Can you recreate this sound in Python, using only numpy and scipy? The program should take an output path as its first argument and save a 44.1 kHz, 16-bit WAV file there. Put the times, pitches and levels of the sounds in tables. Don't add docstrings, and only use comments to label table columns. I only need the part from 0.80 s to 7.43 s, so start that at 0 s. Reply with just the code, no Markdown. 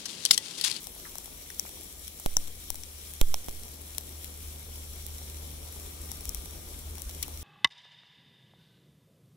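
import sys
import numpy as np
from scipy import signal
from scipy.fft import rfft, irfft, next_fast_len
from scipy.io import wavfile
from scipy.ndimage import uniform_filter1d, map_coordinates

SR = 44100
rng = np.random.default_rng(int(sys.argv[2]) if len(sys.argv) > 2 else 0)


def wav_out(sig):
    wavfile.write(sys.argv[1], SR, np.round(np.clip(np.atleast_2d(sig).T, -1, 1) * 32767).astype(np.int16))


def ratio_of_db(decibels):
    return 10 ** (np.asarray(decibels, float) / 20)


N = 292383
TIME = np.arange(N) / SR


def unit(x):
    return x / np.sqrt(np.mean(x ** 2) + 1e-20)


def along(points, hz):
    f, v = np.transpose(points)
    return np.interp(np.log(hz + 1), np.log(f + 1), v)


def curves(rows):
    s, *columns = np.transpose(rows)
    return [np.interp(TIME, s, column) for column in columns]


def wobble(rate):
    return map_coordinates(rng.standard_normal(int(N * rate / SR) + 4), [TIME * rate])


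def filtered(x, response):
    n = x.shape[-1]
    m = 2 * next_fast_len(n // 2 + SR // 10)
    return irfft(rfft(x, m) * response(np.fft.rfftfreq(m, 1 / SR)), m)[..., :n]


def modes(table, order=1):
    def response(f):
        power = 0
        for centre, width, *db in table:
            damping = (f * width) ** 2
            peak = damping / ((centre * centre - f * f) ** 2 + damping)
            power = power + ratio_of_db(db)[:, None] ** 2 * peak ** order
        cepstrum = irfft(np.log(power + 1e-9))
        cepstrum[:, 0] /= 2
        cepstrum[:, len(f):] = 0
        return np.exp(rfft(cepstrum, 2 * len(f) - 2))
    return response


def loudness_one(response):
    def scaled(f):
        r = response(f)
        size = np.sqrt(np.mean(abs(r) ** 2, axis=1, keepdims=True))
        return abs(r) * np.exp(.4j * np.angle(r)) / size
    return scaled


def patchy(patchy_db):
    z = signal.stft(rng.standard_normal((2, N + 512)), nperseg=512)[2]
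    field = rng.standard_normal(z.shape[1:])
    field = uniform_filter1d(uniform_filter1d(field, size=8, axis=0), size=8, axis=1)
    return signal.istft(z * ratio_of_db(patchy_db * unit(field)), nperseg=512)[1][:, :N]


def burst(length_ms):
    t = np.arange(SR // 25) / SR
    x = rng.standard_normal((2, len(t))) * np.exp(-t / (max(length_ms, .03) / 1000))
    return x / np.linalg.norm(x, axis=1, keepdims=True)


# [f/Hz, width/Hz, left level/dB, right level/dB]
LOW_RING = [(2300, 500, -6, -9), (3335, 560, -2.5, -5.5), (4040, 760, -4.5, -5.5)]
PORT_RING = [(5720, 670, 0.5, -3.5)]
HIGH_RING = [(7475, 710, 0, -3.5), (9650, 1270, 1, -2), (11670, 680, 2, -9.5), (13500, 1100, -7.5, -8),
             (14900, 1450, -3, -8)]


def sleet():
    groups = LOW_RING, PORT_RING, HIGH_RING
    start, size, sign, side, kind = rng.random((2600, 5)).T
    sizes = ratio_of_db(5.6 * -np.log(1 - .95 * size)) * np.sign(sign - .5)
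    pan_db = 30 * (side - .45)
    kind, at = (3 * kind).astype(int), (start * N).astype(int)
    patter = np.zeros((3, 2, N))
    patter[kind, 0, at] = sizes * ratio_of_db(np.minimum(pan_db, 0))
    patter[kind, 1, at] = sizes * ratio_of_db(np.minimum(-pan_db, 0))
    crush = burst(0.98)
    shares = ratio_of_db([[2, -2.5, -5], [-23, 2.5, -17], [-12, -2, 2.0]])
    near = 0
    for share, ring in zip(shares, groups):
        near = near + filtered(np.tensordot(share, patter, axes=1), modes(ring))
    near = signal.fftconvolve(near, crush, axes=1)[:, :N]
    far = filtered(patchy(1.14), modes(LOW_RING + PORT_RING + HIGH_RING))
    fall_db = -47 + 0.29 * wobble(2.97) + 0.42 * wobble(12) + 0.62 * wobble(30)
    return ratio_of_db(fall_db) * (unit(far) + ratio_of_db(-6) * unit(near))


# [t/s, left level/dB, right level/dB, port ring level/dB, low ring level/dB]
TICKS = [(0.0703, -21, -41, -7, -14), (0.3554, -24.5, -41, -10, -15), (0.3836, -19.5, -44, -10, -26),
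         (.703, -28.5, -39, 4, 0), (.7964, -8.5, -34, -1.5, -19), (1.3987, -38, -26, -25, -24),
         (1.9035, -10, -29, -11, -19), (1.9446, -31, -29, -15, -10), (2.0356, -24.5, -39, 2.5, -6),
         (2.3373, -24, -42, -16, -15), (2.5426, -21.5, -12, 4, -1), (2.6849, -33, -27, -13, -4),
         (3.1824, -11.5, -42, -12, -9), (3.4448, -21.5, -42, -15, -10), (4.2654, -36, -22.5, -14, -15),
         (5.3168, -18.5, -43, -8, -14), (5.4548, -20, -34, -9, -18), (5.4929, -13.5, -42, -1.5, -29),
         (5.5473, -15.5, -42, -13, -21), (6.2197, -19.5, -45, -15, -20)]
BLOW_TICKS = [
    (1.461, -19, -21, -17, -7.5),
    (1.5683, -5.5, -21, 9.5, -8),
    (2.4135, -23, -12.5, -12, -4),
]
# [t/s, left level/dB, right level/dB, port ring level/dB, length/ms]
SHATTERS = [(0.042, -34, -41, -8, 2.5), (0.4585, -31, -42, -8, 1.9), (1.272, -40, -36, -13, 1.5),
            (1.2797, -25.5, -37, -11, 1.8), (1.6748, -29, -45, -9, 1.1), (1.956, -27.5, -39, -7, 2.2),
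            (2.644, -37, -39, 0, 1.9), (3.4335, -36, -38, 1, 1.7), (5.2157, -36, -39, -19, 2.3),
            (5.4083, -33, -36, -6, 1.3), (6.4277, -19.5, -26, -6, 3.3), (6.4297, -23.5, -31, -2, 2.8),
            (6.4355, -37, -36, -8, 2.3)]
# [t/s, level/dB]
LEFT_TICKS = [(1.011, -30), (1.2493, -37), (1.5311, -33), (1.5401, -33), (1.6421, -32), (1.68, -28),
              (2.4864, -30), (2.552, -33), (2.663, -31), (2.6902, -31), (2.6935, -27), (2.7114, -30),
              (2.8348, -29), (2.8509, -35), (3.2098, -31), (3.2366, -34), (3.2926, -31), (3.8104, -39),
              (3.9606, -33), (4.57, -34), (5.0631, -32), (5.4764, -33), (5.7091, -31), (6.1547, -28.5),
              (6.1825, -28.5), (6.1968, -32), (6.2943, -28), (6.311, -29), (6.3487, -30), (6.4814, -26.5)]
RIGHT_TICKS = [(.4441, -37), (.7467, -34), (.8923, -31), (3.1477, -39), (3.6433, -38), (3.6623, -42),
               (4.2938, -39), (4.3477, -37), (4.3833, -30), (4.4303, -42), (4.4994, -31), (4.6301, -39),
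               (5.6586, -31), (6.299, -30), (6.4627, -37), (6.5744, -31)]
BOUNCE_MS, LIGHT_MS, BLOW_MS = 0.64, .75, 1.14
RIGHT_SHADOW_DB, LEFT_SHADOW_DB = -18, -9
PORT_SHARE_DB, LOW_SHARE_DB, SHARE_SCATTER_DB = -10.5, -11, 1.5


def pellets():
    light = [(s, db, db + RIGHT_SHADOW_DB) for s, db in LEFT_TICKS]
    light += [(s, db + LEFT_SHADOW_DB, db) for s, db in RIGHT_TICKS]
    shares = [PORT_SHARE_DB, LOW_SHARE_DB] + SHARE_SCATTER_DB * rng.standard_normal((len(light), 2))
    hits = [(*row, BOUNCE_MS) for row in TICKS]
    hits += [(*row, BLOW_MS) for row in BLOW_TICKS]
    hits += [(*row, LOW_SHARE_DB, ms) for *row, ms in SHATTERS]
    hits += [(*row, *share, LIGHT_MS) for row, share in zip(light, shares)]
    return hits


def crack(ms):
    x = np.clip(2.4 * (ms - .5), .15, 6) * burst(ms - .25)
    x = np.roll(x, 24, axis=1)
    x[:, :24] = .04 * rng.standard_normal((2, 24))
    x[:, 1] += .15
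    x[:, 24] += 1
    return rng.choice([-1, 1]) * x / np.linalg.norm(x, axis=1, keepdims=True)


# [f/Hz, width/Hz, left level/dB, right level/dB]
RIGHT_EDGE = [(14500, 3500, -20, -5)]


def ticks():
    strikes = np.zeros((3, 2, N + SR))
    for s, left_db, right_db, port_db, low_db, ms in pellets():
        share = ratio_of_db([low_db, port_db, 0])
        share = share / np.linalg.norm(share)
        size = ratio_of_db([[left_db + 13], [right_db + 14]]) * np.sqrt(ms)
        start = round((s - .0001 - .0003 * ms) * SR)
        strikes[..., start:][..., :SR // 25] += share[:, None, None] * size * crack(ms)
    port = modes([(5720, 750, 0, 0)], order=2)
    colours = modes(LOW_RING), port, modes(HIGH_RING + RIGHT_EDGE)
    return sum(filtered(x, loudness_one(colour)) for x, colour in zip(strikes[..., :N], colours))


# [t/s, level/dB]
KNOCKS = [(0.0703, -34.5), (.1639, -38), (.2674, -45), (0.3556, -29.5), (.3854, -33.5), (.4587, -42),
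          (.4777, -37), (0.7985, -37), (.8522, -31.5), (.8932, -40), (.9723, -39), (1.3987, -35.5),
          (1.5682, -17), (1.6796, -39), (1.9035, -25), (1.9443, -35), (2.542, -17.5), (2.8565, -42),
          (3.1818, -31), (3.892, -39), (4.2935, -39), (4.4157, -39), (4.9638, -35.5), (5.3162, -36),
          (5.548, -39), (5.6586, -37), (6.076, -42), (6.1787, -35), (6.2944, -38), (6.4813, -30.5)]
FAR_END_DB = -7


def case():
    taps = np.zeros((2, N))
    for s, left_db in KNOCKS:
        taps[0, round(s * SR)] = -ratio_of_db(left_db + 31)
        taps[1, round((s + .00025) * SR)] = ratio_of_db(left_db + FAR_END_DB + 28.5)
    body = modes([(380, 300, -13, -13), (780, 500, 0, 0), (1500, 400, -26, -26)], order=2)
    return filtered(taps, lambda f: body(f) / (1 + 1j * f / 1500))


# [t/s, push, ring, ring delay/ms, rebound], full scale 1
LEFT_BLOWS = [
    (1.46144, -.16, 0.14, 0.47, -0.059),
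    (1.5687, 0.018, 0.024, .022, .08),
    (2.4147, 0.18, .087, 0.41, 0.17),
    (2.685, 0.037, 0.042, .083, 0.0016),
]
RIGHT_BLOWS = [
    (1.46113, 0.23, 0.15, 0.22, -.18),
    (1.5686, -0.026, -0.058, 0, 0.011),
    (2.4146, -0.28, -.062, .27, .08),
    (2.685, -.076, -0.026, 0.23, 0.1),
]
BLOW_RING_HZ = 624


def blows():
    out = np.zeros((2, N))
    # ear, table, push length in s, fade of the rebound per s
    for ear, table, push_s, fade in ((0, LEFT_BLOWS, .0005, 250), (1, RIGHT_BLOWS, .00031, 600)):
        for s, push, ring, delay_ms, rebound in table:
            u = np.maximum(TIME - s, 0)
            v = np.maximum(TIME - s - delay_ms / 1000, 0)
            out[ear] += push * np.exp(-((TIME - s) / push_s) ** 2)
            out[ear] += ring * np.exp(-550 * v) * np.sin(2 * np.pi * BLOW_RING_HZ * v)
            out[ear] += rebound * (1 - np.exp(-2000 * u)) * np.exp(-fade * u)
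    return out


# [t/s, left, right], full scale 1
JOLTS = [
    (1.461, -0.2, -0.36),
    (1.5682, .27, 0.18),
    (1.9035, -0.084, -0.021),
    (2.4149, 0.72, 1.18),
    (2.685, -.066, -0.12),
]


def jolts():
    out = np.zeros((2, N))
    for s, left, right in JOLTS:
        u = np.maximum(TIME - s, 0)
        settling = np.exp(-25.5 * u) * (np.cos(15.3 * u) - 1.26 * np.sin(14.0 * u))
        out += np.outer([left, right], settling - np.exp(-94 * u))
    return out


# [t/s, level/dB, f/Hz, length/ms]
PATS = [(.252, -44, 1760, 9.9), (.259, -46, 1290, 12), (.702, -42, 1800, 3.2), (.865, -42, 1750, 3.3),
        (1.4608, -33, 2600, .8), (1.5685, -36, 1500, 1.5), (3.148, -43, 3400, 2.5), (6.428, -42, 2880, 12),
        (6.428, -49, 1100, 6), (6.428, -42, 4270, 6.3)]


def pats():
    out = np.zeros((2, N + SR))
    for s, db, hz, ms in PATS:
        puff = ratio_of_db(db + 30.5) * np.sqrt(ms) * burst(ms)
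        hollow = modes([(hz, .5 * hz, 0, -4)], order=2)
        out[:, round(s * SR):][:, :SR // 25] += filtered(puff, hollow)
    return out[:, :N]


# [t/s, level/dB, f/Hz]
THUDS = [
    (5.49, -29.5, 55.3),
    (5.548, -35, 45),
    (5.585, -31, 56),
    (6.271, -30.5, 50),
    (6.43, -48, 60),
]


def thuds():
    out = np.zeros((2, N))
    for s, db, hz in THUDS:
        u = (TIME - s) * hz
        out -= ratio_of_db(db) * np.cos(2 * np.pi * u) * np.exp(-(u / .7) ** 2)
    return out


# [t/s, level/dB]
ENGINE = [(0, -70), (.5, -62.5), (2.2, -54), (3.14, -51), (3.47, -50.5), (3.64, -48.5), (4.73, -46),
          (4.91, -49), (5.26, -47.5), (5.54, -51.5), (6.33, -47), (6.63, -47.5)]
# [t/s, f/Hz]
FIRING = [(0, 73.8), (1.4, 74.3), (3.5, 74.8), (4.7, 75), (5, 76), (6.63, 76.3)]
OVERTONES_DB = -18


def engine():
    db, = curves(ENGINE)
    turn = 2 * np.pi * np.cumsum(curves(FIRING)[0]) / SR + .2 * wobble(7)
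    tone = ratio_of_db(1.27 * wobble(11)) * np.sin(turn)
    second = ratio_of_db(2.1 * wobble(6.5)) * np.sin(2 * turn)
    third = ratio_of_db(2.3 * wobble(6) - 6.5) * np.sin(3 * turn)
    return ratio_of_db(db + 5.5) * (tone + ratio_of_db(OVERTONES_DB) * (second + third))


# [t/s, level/dB]
WHINE = [(0, -74), (4.9, -77), (5.2, -65.5), (5.8, -70), (6.1, -73), (6.63, -65)]


def tyres():
    whine = filtered(rng.standard_normal((2, N)), modes([(1206, 88, 0, -2.2)], order=2))
    return ratio_of_db(curves(WHINE)[0]) * unit(whine)


# [f/Hz, likeness from -1 to 1]
ALIKE = [(60, 0.92), (130, 0.96), (290, 0.63), (640, 0.062), (1410, 0.091), (3100, -0.2), (6820, 0.0),
         (15000, -0.04)]
# [f/Hz, left minus right level/dB]
LEAN = [(60, 2), (180, 0.5), (550, 3.5), (1650, 3), (4970, -22), (15000, 4.5)]


def rush(spectrum, patchy_db):
    def colour(hz):
        turn = np.arccos(np.clip(along(ALIKE, hz), -1, 1)) / 2
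        return ratio_of_db(along(spectrum, hz)) * [np.cos(turn), np.sin(turn)]
    mid, side = filtered(patchy(patchy_db), colour)
    ears = np.array([mid + side, mid - side])
    return unit(filtered(ears, lambda hz: ratio_of_db(np.outer([.5, -.5], along(LEAN, hz)))))


# [f/Hz, level/dB per Hz]
AIR = [(60, -120), (90, -8), (130, -1.5), (390, -1.5), (700, -7.5), (1070, -12), (1800, -17), (3000, -30),
       (6000, -120)]
BUFFET = [(8, -120), (18, -7.5), (45, -3), (58, -3), (90, -10.5), (120, -24.5), (200, -120)]
# [t/s, level/dB]
WIND = [(0, -57.5), (1, -59.5), (2.3, -59.5), (2.8, -57.5), (4, -57), (5.1, -56), (5.6, -55.5),
        (6.63, -55.5)]
BUFFET_DB, BUFFET_RISE_DB_PER_S = -62.5, 1.18
BUFFET_GROWS = 0.66


def air():
    wind_db, = curves(WIND)
    rumble = ratio_of_db(wind_db + 3 + 0.45 * wobble(3.89)) * rush(AIR, patchy_db=1.5)
    buffet_db = BUFFET_DB + BUFFET_RISE_DB_PER_S * TIME + BUFFET_GROWS * (wind_db - wind_db.mean())
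    return rumble + ratio_of_db(buffet_db + 6 + 2.1 * wobble(5)) * rush(BUFFET, patchy_db=-0.5)


def scene():
    strikes = ticks() + case() + blows() + jolts()
    return sleet() + strikes + pats() + thuds() + engine() + tyres() + air()


def below(top_hz, width_hz):
    return lambda hz: np.clip((top_hz - hz) / width_hz + .5, 0, 1)


def low_pass(x):
    return signal.sosfilt(signal.butter(12, 16990, fs=SR, output="sos"), x)


def record(dry):
    body = filtered(dry, below(15780, 60))
    top = filtered(dry - body, below(16550, 350))
    loud = uniform_filter1d(abs(top), size=22) > .0028
    passing = uniform_filter1d(1. * loud, size=44)
    x = body + np.minimum(3 * passing, 1) * top
    x = x / (1 + abs(x / .72) ** 6) ** (1 / 6)
    return low_pass(x)


dry = scene()
out = record(dry)
wav_out(out)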